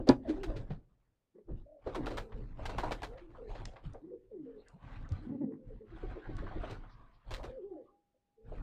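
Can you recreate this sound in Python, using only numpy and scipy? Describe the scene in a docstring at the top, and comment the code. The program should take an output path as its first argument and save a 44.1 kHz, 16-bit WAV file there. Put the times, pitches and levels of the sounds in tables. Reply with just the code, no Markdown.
"""Pigeons courting in a yard

Pigeons coo on the concrete beside their loft: gliding near-sine notes, some clean, some gurgling.
Birds squabble, take off and land with clapping wings, whose draught rumbles on the microphone.
A hard, hollow knock comes at the start, feet scuff on grit, and a thin metallic ring lingers at the end."""
import sys
import numpy as np
from scipy import signal
from scipy.fft import rfft, irfft, next_fast_len
from scipy.io import wavfile
from scipy.ndimage import uniform_filter1d, minimum_filter1d, map_coordinates

SR = 44100
rng = np.random.default_rng(int(sys.argv[2]) if len(sys.argv) > 2 else 0)


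def file_out(sig):
    """Save sig as 16-bit WAV at sys.argv[1]."""
    # one column per channel
    cols = np.atleast_2d(sig).T
    # limit, then scale
    lim = np.clip(cols, -1, 1)
    pcm = np.round(lim * 32767).astype(np.int16)
    wavfile.write(sys.argv[1], SR, pcm)


N = 380141


def amp(db):
    """Decibels to gain."""
    return 10 ** (np.asarray(db) / 20)


def unit(x):
    """Scale to rms 1."""
    return x / np.sqrt(np.mean(x ** 2) + 1e-20)


def along(points, hz):
    """Read (Hz, value) points on a log frequency axis."""
    freqs, values = np.transpose(points)
    return np.interp(np.log(hz + 1), np.log(freqs + 1), values)


def fader(rows):
    """A fader ride in dB through (seconds, dB) points, silent outside them."""
    return np.interp(np.arange(N) / SR, *np.transpose(rows), left=-140, right=-140)


def wobble(rate, size):
    """A smooth random curve with rate knots a second."""
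    knots = rng.standard_normal(int(size * rate / SR) + 4)
    return map_coordinates(knots, [np.arange(size) * rate / SR])


def phase_of(hz):
    """Running phase of a moving pitch."""
    return 2 * np.pi * np.cumsum(hz) / SR


def filtered(x, response):
    """EQ a sound with a gain given as a function of Hz."""
    size = next_fast_len(len(x) + 8192)
    return irfft(rfft(x, size) * response(np.fft.rfftfreq(size, 1 / SR)), size)[:len(x)]


def noise(spectrum, size):
    """Coloured noise of rms 1."""
    return unit(filtered(rng.standard_normal(size), lambda hz: amp(along(spectrum, hz))))


def narrow(hz, width, size):
    """A narrow noise band of rms 1 around a steady or moving pitch."""
    phase = phase_of(hz * np.ones(size))
    return unit(wobble(width, size) * np.sin(phase) + wobble(width, size) * np.cos(phase))


def patchy(x, depth_db):
    """Give noise peaks and dips that shift its colour from moment to moment."""
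    spectra = signal.stft(x, nperseg=512)[2]
    patches = uniform_filter1d(rng.standard_normal(spectra.shape), size=5, axis=0)
    patches = uniform_filter1d(patches, size=9, axis=1)
    return signal.istft(spectra * amp(depth_db * unit(patches)), nperseg=512)[1][:N]


def burst(t, rise, t60):
    """A quick attack and an exponential decay."""
    return (1 - np.exp(-t / rise)) * amp(-60 * t / t60)


def add(track, s, sound):
    """Mix a sound into the track from s seconds on."""
    start = round(s * SR)
    sound = sound[max(-start, 0):]
    part = track[max(start, 0):][:len(sound)]
    part += sound[:len(part)]


def flurry(s, length, db, fade, rise, fall):
    """One flurry's envelope in dB: it rises, drifts while it lasts, then falls (slopes in dB a second)."""
    end_db = db - fade * length
    return fader([(s - 1, db - rise), (s, db), (s + length, end_db), (s + length + 1, end_db - fall)])


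# The colours of rustling and of buffeting air. Each row: frequency in Hz, level in dB.
RUSTLE_COLOUR = [(130, -30.5), (280, 4), (500, 5), (850, 2.5), (1500, -4.5), (2300, -11), (4000, -17.5),
                 (5500, -29.5), (9000, -34.5), (12000, -59.5)]
DRAUGHT_COLOUR = [(11, -39.5), (18, 2.5), (41, 0.5), (76, -13.5), (113, -7), (157, -19), (300, -21),
                  (390, -48), (660, -120)]
# Flurries of bustle. Each row: start and length in seconds, relative rustle and draught levels in dB,
# fade in dB a second (negative swells).
FLURRIES = [ (0, 0.011, -68.5, -33.5, -2), (0.1, 0.11, -73, -41, 51), (0.278, 0.1, -56, -41, 6),
            (0.49, 0.14, -57, -36.5, 36), (0.708, 0.018, -65.5, -36.5, 23), (0.904, 0.24, -84.5, -66, 47.5),
            (1.516, 0.091, -72.5, -41, 54), (1.872, 0.32, -56.5, -43.5, -9.5),
            (2.344, 0.079, -66.5, -37, 18.5), (2.41, 0.15, -67, -41, 18), (2.59, 0.33, -56, -43.5, -20.5),
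            (3.008, 0.21, -61, -46, 19), (3.307, 0.19, -67, -51, 3), (3.495, 0.22, -55.5, -42, 23),
            (3.848, 0.079, -62, -44.5, 26.5), (4.048, 0.62, -85, -66.5, 15), (4.448, 0.29, -76, -67, -12),
            (4.844, 0.21, -64, -43.5, -4), (5.114, 0.12, -59, -41.5, 44.5),
            (5.677, 0.099, -71.5, -44, 56.5), (5.882, 0.24, -72, -51, -41), (6.291, 0.34, -66.5, -37, 8),
            (6.62, 0.11, -54.5, -41, 3), (6.785, 0.39, -66.5, -46, 43), (7.286, 0.2, -61.5, -46.5, 1),
            (7.567, 0.31, -81, -69.5, 9.5), (8.486, 0.1, -65.5, -43.5, -57)]


def bustle(rustle_db=2, draught_db=-1, grain_db=2, fits_db=2, lumps_db=2):
    """Feathers and feet rustle in fits, and the air they stir buffets the microphone in lumps."""
    rustle_rides = [flurry(s, length, db, fade, rise=410, fall=180) for s, length, db, _, fade in FLURRIES]
    air_rides = [flurry(s, length, db, fade, rise=430, fall=220) for s, length, _, db, fade in FLURRIES]
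    rustle = patchy(noise(RUSTLE_COLOUR, N), depth_db=4.3)
    rustle = unit(rustle * amp(grain_db * wobble(300, N) + fits_db * wobble(35, N)))
    draught = unit(noise(DRAUGHT_COLOUR, N) * amp(lumps_db * wobble(25, N)))
    return (amp(rustle_db + np.max(rustle_rides, axis=0)) * rustle
            + amp(draught_db + np.max(air_rides, axis=0)) * draught)


# The colour of pushed air. Each row: frequency in Hz, level in dB.
PUFF_COLOUR = [(60, -28), (170, -11.5), (290, 8), (450, 4.5), (750, -1.5), (1000, -5.5), (1600, -10),
               (3000, -46.5)]


def air_puff(size, note_hz, sharpness):
    """Air pushed by a wing sounds one broad, hollow note, at rms 1."""
    air = noise(PUFF_COLOUR, size)
    return unit(filtered(air, lambda hz: 1 / (1 + 1j * sharpness * np.log((hz + 1) / note_hz)) ** 2))


# The colour of swishing feathers. Each row: frequency in Hz, level in dB.
FEATHER_COLOUR = [(300, -24), (900, -8), (1700, 0), (2800, -5), (4200, -4.5), (6000, -14.5), (8500, -19.5),
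                  (11000, -30.5), (15000, -29)]
# Wing strokes without a clap. Each row: peak time in seconds, swish level in dB,
# relative puff level in dB, the puff's note in Hz.
WING_STROKES = [(.004, -67, -32.5, 281), (.08, -49, -31, 580), (0.3, -54.5, -31.5, 269),
                (.505, -71, -41, 414), (.571, -55, -44.5, 427), (0.709, -58, -46.5, 604.4),
                (1.496, -78, -43, 351.5), (1.874, -57, -33.5, 535), (2.115, -53.5, -37, 504),
                (2.324, -60, -56, 1070), (2.595, -62, -46.5, 760), (2.697, -53, -40.5, 860),
                (2.837, -52, -31, 856), (3.18, -58.5, -58, 850), (3.351, -65.5, -54, 1060),
                (3.555, -57, -47, 680), (3.765, -59.5, -51.5, 897), (3.95, -64.5, -46.5, 555),
                (6.115, -65, -54.5, 900), (6.26, -64, -51.5, 810), (6.517, -63, -45, 820),
                (6.385, -58, -49.5, 1710), (6.47, -60, -46.5, 1470), (6.638, -59.5, -40.5, 810),
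                (6.839, -75.5, -55, 1120), (6.71, -53, -42.5, 434), (7.342, -46, -51, 535),
                (7.398, -72, -51, 780), (8.526, -72, -45, 516)]


def wing_strokes(air_db=-1, t60=.14, grain_db=3, hover_s=6.04, hover_period_s=.131):
    """A free wing stroke swells, pushes a hollow puff of air and dies away; a hover is five even beats."""
    out, t = np.zeros(N), np.arange(-SR // 10, SR // 4) / SR
    hover = [(hover_s + hover_period_s * beat, -72.5, -43, 380) for beat in range(5)]
    for s, swish_db, puff_db, note_hz in WING_STROKES + hover:
        swell_s = .0099 * 446.4 / note_hz  # lower, wider sweeps take longer
        envelope = np.where(t < 0, np.exp(-(t / swell_s) ** 2), amp(-60 * t / t60))
        cutoff_hz = 6000 * np.exp(.39 * (swish_db + 56.5))  # harder strokes are brighter
        hiss = filtered(noise(FEATHER_COLOUR, len(t)), lambda hz: 1 / (1 + (hz / cutoff_hz) ** 2))
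        swish = unit(hiss * amp(grain_db * wobble(460, len(t))))
        puff = air_puff(len(t), note_hz, sharpness=2.2)
        add(out, s + t[0], envelope * (amp(swish_db) * swish + amp(puff_db + air_db) * puff))
    return out


# The colour of the knock's crack. Each row: frequency in Hz, level in dB.
CRACK_COLOUR = [(400, -10.5), (1500, -9), (3200, -19), (4200, 2), (4850, 3), (5400, -10), (7500, -24),
                (8700, -24), (10500, -45.5), (15000, -56)]
# Modes of the knocked body. Each row: pitch in Hz, relative level in dB, 60 dB decay time in seconds.
BODY_MODES = [(269, -0.5, 0.059), (354, -9.5, 0.085), (488.6, -13, 0.054), (601, -16.5, 0.085),
              (830, -24, 0.11), (968, -21, 0.1), (1710, -36, 0.097), (2470, -37, 0.08)]


def knock(s=.0895, body_db=.5, crack_db=-15.5, splash_db=-24, rattle_db=-23):
    """A hard contact close by: a bright crack and a splash of noise; a hollow body rings and rattles."""
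    out, t = np.zeros(N), np.arange(SR // 3) / SR
    body = sum(amp(db) * burst(t, .0025, t60) * np.sin(2 * np.pi * (hz * t + rng.random()))
               for hz, db, t60 in BODY_MODES)
    add(out, s + .00089, amp(body_db) * body)
    add(out, s, amp(crack_db) * noise(CRACK_COLOUR, len(t)) * burst(t, rise=.0002, t60=.017))
    add(out, s, amp(splash_db) * noise(RUSTLE_COLOUR, len(t)) * burst(t, rise=.00075, t60=.11))
    add(out, s, amp(rattle_db) * noise(PUFF_COLOUR, len(t)) * burst(t, rise=.0034, t60=.11))
    return out


# Dull bumps. Each row: start in seconds, relative level in dB, pitch in Hz.
BUMPS = [(0.092, -22.5, 120.5), (.703, -31, 147), (1.505, -43, 149.6), (2.612, -36, 76.4),
         (3.854, -37, 138.6), (4.735, -47, 157), (5.115, -26, 104), (7.326, -34.5, 34.7)]


def bumps(gain_db=7.5):
    """Soft, heavy contacts give a few uneven low cycles."""
    out, t = np.zeros(N), np.arange(SR // 4) / SR
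    for s, db, hz in BUMPS:
        phase = phase_of(hz * (1 + .29 * wobble(130, len(t))))
        add(out, s, amp(db + gain_db) * burst(t, rise=.011, t60=.12) * np.sin(phase))
    return out


def glide(length, first_hz, last_hz, arch, level_db, attack_s=.0074, release_s=.0095, dome_db=.5):
    """Time, pitch and level of a coo: the pitch slides along an arch as the level rises, domes, falls."""
    t = np.arange(-SR // 20, (length + .06) * SR) / SR
    progress = np.clip(t / length, -.15, 1.15)
    bow = 4 * progress * (1 - progress)
    pitch = first_hz * (last_hz / first_hz) ** progress * 2 ** (arch * bow / 12)
    outside = np.maximum(-t, 0) / attack_s + np.maximum(t - length, 0) / release_s
    return t, pitch, level_db - dome_db * (1 - bow) - 10 * outside


def crop_gain(hz, resonance_hz=616, q=1.4):
    """The swollen crop resonates and damps the overtones above its note."""
    ratio = hz / resonance_hz
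    return 1 / np.hypot(1 - ratio ** 2, ratio / q)


# The colour of air rasping through a rough coo. Each row: frequency in Hz, level in dB.
RASP_COLOUR = [(600, -8), (880, 3), (1150, -4.5), (1400, -26), (1700, -10.5), (2000, -4), (2250, -32.5),
               (4000, -40.5)]


def coo(pitch, db, rough, gurgle_hz=42, flutter=.8, hoarse=.6, jitter=.11, growl_db=-5, hiss_db=-18):
    """The syrinx sings a near sine; the crop colours its overtones, and a flutter makes it gurgle."""
    size = len(pitch)
    gurgle = np.sin(phase_of(gurgle_hz * (1 + .3 * wobble(30, size))))
    waver = .015 * wobble(40.5, size) + rough * jitter * (gurgle + wobble(171.1, size))
    phase = phase_of(pitch * (1 + waver))
    overtones = sum(amp(level) * np.sin(k * phase) * crop_gain(k * pitch)
                    for k, level in ((2, -34), (3, -40)))
    richness = amp(12 * rough + 1.15 * (db + 47))  # loud, rough notes have stronger overtones
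    # irregular cycles smear the tone into a throaty band
    smear = hoarse * rough * (wobble(300, size) * np.sin(phase) + wobble(300, size) * np.cos(phase))
    # every other cycle of a rough note is stronger: a growl an octave down
    growl = amp(growl_db) * rough * np.sin(phase / 2)
    tremolo = (1 + rough * flutter * gurgle) * amp(1.23 * wobble(45, size))
    hiss = amp(hiss_db) * rough ** 2 * noise(RASP_COLOUR, size) * (1 + .5 * np.sin(phase))
    return amp(db) * tremolo * np.sqrt(2) * (np.sin(phase) + smear + growl + hiss + richness * overtones)


# The near reflection of the coos. Each row: delay in seconds, level in dB.
WALL_ECHOES = [(.019, -13.5)]
# Coo notes. Each row: start and length in seconds, first and last pitch in Hz, arch in semitones,
# level in dB, roughness from 0 to 1.
COO_NOTES = [(0.254, 0.05, 690, 584, -2, -48, 0.44), (0.323, 0.035, 517, 365, -1.5, -53, 0.18),
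             (0.376, 0.0996, 370.3, 299.4, 2.5, -44.5, 0.09), (0.469, 0.1, 693, 539, -0.2, -52, 0.25),
             (1.357, 0.049, 356, 395, 0, -60.5, 0.64), (1.667, 0.13, 581.6, 543, 1, -61, 0.3),
             (1.965, 0.053, 392.5, 262, -0.6, -38.5, 0.48), (2.101, 0.32, 512.6, 437, -1, -57, 0.52),
             (3.084, 0.096, 430.3, 550, 0, -53, 0.18), (3.222, 0.058, 354, 336, 0.15, -53, 0.07),
             (3.388, 0.1, 476.6, 443, 0, -51.5, 0.31), (4.028, 0.083, 303.6, 363, 0.5, -52.5, 0.41),
             (4.12, 0.037, 505, 463, 0.2, -48.5, 0.13), (4.131, 0.015, 378, 350, 1.2, -46.5, 0.13),
             (4.319, 0.15, 490, 266.3, -2.5, -48.5, 0.2), (4.465, 0.051, 486, 450, 0.0, -50.5, 0.1),
             (4.535, 0.066, 473, 448, -2.1, -56.5, 0.31), (5.166, 0.092, 172.3, 323, 2, -55.5, 0.6),
             (5.272, 0.039, 230, 246, 0.5, -42, 0.5), (5.318, 0.049, 275, 246, 1.5, -38.5, 0.31),
             (5.41, 0.037, 275, 228.6, 2, -37.5, 0.33), (5.476, 0.056, 470, 444, 0, -50, 0.25),
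             (5.522, 0.029, 330, 280, 0, -53, 0.87), (5.59, 0.12, 520, 457, 0.5, -66, 0.2),
             (5.704, 0.031, 483, 445, -1, -53.5, 0.33), (5.81, 0.043, 425, 366, 1.5, -53.5, 0.37),
             (5.927, 0.025, 336.4, 328, -0.4, -50, 0.14), (7.345, 0.13, 470, 583, 1.5, -55, 0.46),
             (7.48, 0.074, 490, 525, -0.2, -51.5, 0.3), (7.568, 0.037, 535, 381, 0.5, -47.5, 0.09),
             (7.627, 0.12, 360, 315, 3, -46, 0.06), (7.718, 0.049, 770, 650, 0.3, -64, 0.2),
             (7.768, 0.052, 635, 456, 0, -53.5, 0.28), (8.146, 0.024, 612, 556, -1.5, -79.5, 0.58),
             (8.384, 0.2, 440, 482.5, -0.5, -64.5, 0.25)]


def pigeons():
    """The coos of several birds overlap; a wall reflection makes the gliding notes waver."""
    out = np.zeros(N)
    for s, length, first_hz, last_hz, arch, note_db, rough in COO_NOTES:
        t, pitch, db = glide(length, first_hz, last_hz, arch, note_db)
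        call = coo(pitch, db, rough)
        add(out, s + t[0], call)
        for delay, wall_db in WALL_ECHOES:
            add(out, s + t[0] + delay, amp(wall_db) * call)
    return out


# The colour of slapping quills. Each row: frequency in Hz, level in dB.
SLAP_COLOUR = [(300, -4.5), (900, 2.5), (1700, 0), (2800, -3), (4200, -6.5), (6000, -15), (8500, -20.5),
               (11000, -29.5), (15000, -31.5)]
# The hollow cupped between the wings. Each row: multiple of the clap's note, relative level in dB.
CUP_MODES = [(1, -2), (1.85, -3.5)]
# Wing claps. Each row: start in seconds, relative level in dB, offsets of the puff and of the pop in dB,
# note in Hz, lag of the slap in seconds.
WING_CLAPS = [(0.4334, -40, -7, -12, 810, 0.00046), (1.947, -40, 8.5, 6.5, 1052, .004),
              (2.06, -37.5, 6.5, -4.5, 733, .005), (2.1715, -34.5, -0.5, -10, 906, .004),
              (2.655, -38, -11, 6, 853, .0005), (2.7834, -36, 3, 10.5, 864, .001),
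              (2.9092, -35, 1, 7, 783, .006), (3.0203, -34.5, -0.5, 0, 900, .01),
              (7.308, -40, -2.5, -5.5, 523, .004), (7.432, -44.5, 8, -7.5, 624, .005)]


def wing_claps(snap_db=-1, slap_db=-2, cup_db=-3, air_db=-4, grain_db=3, snap_t60=.032):
    """Wing tips meet with a snap and a woody pop; quills slap and squeeze out air, whose hollow rings."""
    out, t = np.zeros(N), np.arange(SR // 4) / SR
    for s, db, puff_db, pop_db, note_hz, lag in WING_CLAPS:
        quills = unit(noise(SLAP_COLOUR, len(t)) * amp(grain_db * wobble(600, len(t))))
        pop = np.sin(phase_of(note_hz * (1 + .15 * wobble(650, len(t)))))
        cup = sum(amp(level) * narrow(k * note_hz, 200, len(t)) for k, level in CUP_MODES)
        snap = noise(SLAP_COLOUR, len(t))
        puff = air_puff(len(t), note_hz, sharpness=.92)
        glancing_db = 1199 * lag  # the later the slap, the more glancing and soft the first snap
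        add(out, s, amp(db + snap_db - glancing_db - 60 * t / snap_t60) * snap)
        add(out, s, amp(db + pop_db) * pop * burst(t, rise=.00056, t60=.037))
        add(out, s + lag, amp(db + slap_db) * quills * burst(t, rise=.0029, t60=.1))
        add(out, s + lag, amp(db + cup_db) * cup * burst(t, rise=.0028, t60=.066))
        add(out, s + lag, amp(db + puff_db + air_db) * puff * burst(t, rise=.00098, t60=.12))
    return out


# The colour of a ticking stone. Each row: frequency in Hz, level in dB.
STONE_COLOUR = [(500, 4), (2500, 14.5), (5000, 11), (9000, 3.5), (13000, -57)]
# Grit cracking underfoot. Each row: start in seconds, level in dB, low cut in Hz.
GRIT_TICKS = [(3.6543, -37, 600), (3.934, -60, 4500), (4.684, -57, 4370), (5.09, -56.5, 3080),
              (5.1202, -49, 1015), (6.367, -50, 1190)]


def grit():
    """Stones tick on the concrete; the smaller the stone, the higher the tick."""
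    out, t = np.zeros(N), np.arange(SR // 10) / SR
    for s, db, low_hz in GRIT_TICKS:
        tick = unit(filtered(noise(STONE_COLOUR, len(t)), lambda hz: 1 - 1 / (1 + (hz / low_hz) ** 6)))
        add(out, s, amp(db) * burst(t, rise=.00037, t60=.014) * tick)
    return out


# Faint squeaks and scrapes. Each row: peak time in seconds, level in dB, pitch in Hz,
# half length in seconds, bandwidth in Hz.
SQUEAKS = [(4.607, -76, 4000, .02, 800), (4.672, -69, 1800, .014, 600), (5.053, -60, 1750, .006, 600),
           (6.12, -59, 1500, .022, 300), (6.25, -58, 1530, .025, 300), (6.925, -75, 4500, .025, 2500),
           (6.98, -68, 1100, .16, 300), (7.15, -80, 3800, .02, 3000), (7.884, -69, 1126, .022, 260)]


def squeaks():
    """Hoarse, narrow bands of noise swell and fade."""
    out, t = np.zeros(N), np.arange(-SR // 2, SR // 2) / SR
    for s, db, hz, half_length, width in SQUEAKS:
        add(out, s + t[0], amp(db) * np.exp(-(t / half_length) ** 2) * narrow(hz, width, len(t)))
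    return out


# The colour of the rush, then its resonances. Each row: frequency in Hz, level in dB.
RUSH_COLOUR = [(250, -17), (600, -0.5), (1100, 2), (1900, -1), (2700, -8), (4200, -14), (5500, -26.5),
               (13000, -51)]
RUSH_RESONANCES = [(760, -6), (1130, -9), (1520, -12.5)]
# The fader ride of the rush. Each row: time in seconds, relative level in dB.
RUSH_RIDE = [(4.78, -77), (4.84, -62.5), (4.96, -57), (5.07, -70), (5.14, -60.5), (5.3, -72), (5.5, -87),
             (5.83, -89), (5.89, -68.5), (6.05, -57.5), (6.2, -61), (6.38, -58.5), (6.68, -54),
             (6.8, -66.5), (7.0, -69.5), (7.3, -77)]


def feather_rush(gain_db=-2, drift=.05, width_hz=70, waver_db=4, grain_db=1.8):
    """A feathery rush of air swells and fades, where faint resonances drift and waver."""
    resonances = np.zeros(N)
    for hz, db in RUSH_RESONANCES:
        gain = amp(db + waver_db * wobble(14, N))
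        resonances += gain * narrow(hz * (1 + drift * wobble(7.8, N)), width_hz, N)
    puffs = patchy(noise(RUSH_COLOUR, N), depth_db=3.3)
    feathers = unit(puffs * amp(grain_db * wobble(200, N)))
    return amp(gain_db + fader(RUSH_RIDE)) * unit(feathers + resonances)


# The fader ride of the metallic ring. Each row: time in seconds, level in dB.
RING_RIDE = [(7.62, -87), (7.76, -65), (7.88, -81.5), (7.95, -69), (8.03, -81.5), (8.18, -90.5),
             (8.55, -76.5)]


def metal_ring(hz=814, waver_hz=3, waver_db=1):
    """One faint, slightly wavering note, as of a steel rail."""
    phase = phase_of(hz + waver_hz * wobble(34, N))
    return amp(fader(RING_RIDE) + waver_db * wobble(20, N)) * np.sin(phase)


# The yard's reverb. Each row: frequency in Hz, 60 dB decay time in seconds.
YARD_DECAY = [(150, 0.73), (500, 0.33), (3000, 0.069), (12000, 0.34)]


def yard_reverb(send):
    """The loft wall and the ground answer with a short tail."""
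    hz, t, spectra = signal.stft(rng.standard_normal(SR // 2), SR, nperseg=256)
    decay = amp(-60 * t / along(YARD_DECAY, hz)[:, None])
    tail = signal.istft(spectra * decay, SR, nperseg=256)[1]
    predelayed = np.pad(send, (300, 0))
    return signal.fftconvolve(predelayed, tail / np.linalg.norm(tail))[:N]


# The colour of the quiet background bed. Each row: frequency in Hz, level in dB.
BED_COLOUR = [(25, -2), (200, -6.5), (550, -14), (1000, -22), (3000, -27.5), (15000, -37.5)]


def scene(coo_send_db=-10, wing_send_db=-11.5, knock_send_db=-27, bed_db=-85):
    """The mono mix: birds in the yard, the close knock and stirred air over a very quiet bed."""
    voices = pigeons() + squeaks()
    wings_and_feet = wing_claps() + wing_strokes() + grit()
    knocks = knock() + bumps()
    send = amp(coo_send_db) * voices + amp(wing_send_db) * wings_and_feet + amp(knock_send_db) * knocks
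    mix = voices + wings_and_feet + knocks + yard_reverb(send) + bustle() + feather_rush() + metal_ring()
    return (mix + amp(bed_db) * noise(BED_COLOUR, N))[None]


def record(dry, limit_db=-9.1, hold_s=.003, top_hz=15300):
    """A limiter holds down the loudest peak, and a steep low-pass cuts the top of the treble."""
    hold = round(hold_s * SR)
    needed = np.minimum(1, amp(limit_db) / (np.abs(dry[0]) + 1e-9))
    gain = uniform_filter1d(minimum_filter1d(needed, hold), hold)
    return filtered(gain * dry[0], lambda hz: hz < top_hz)[None]


dry = scene()
out = record(dry)
file_out(out)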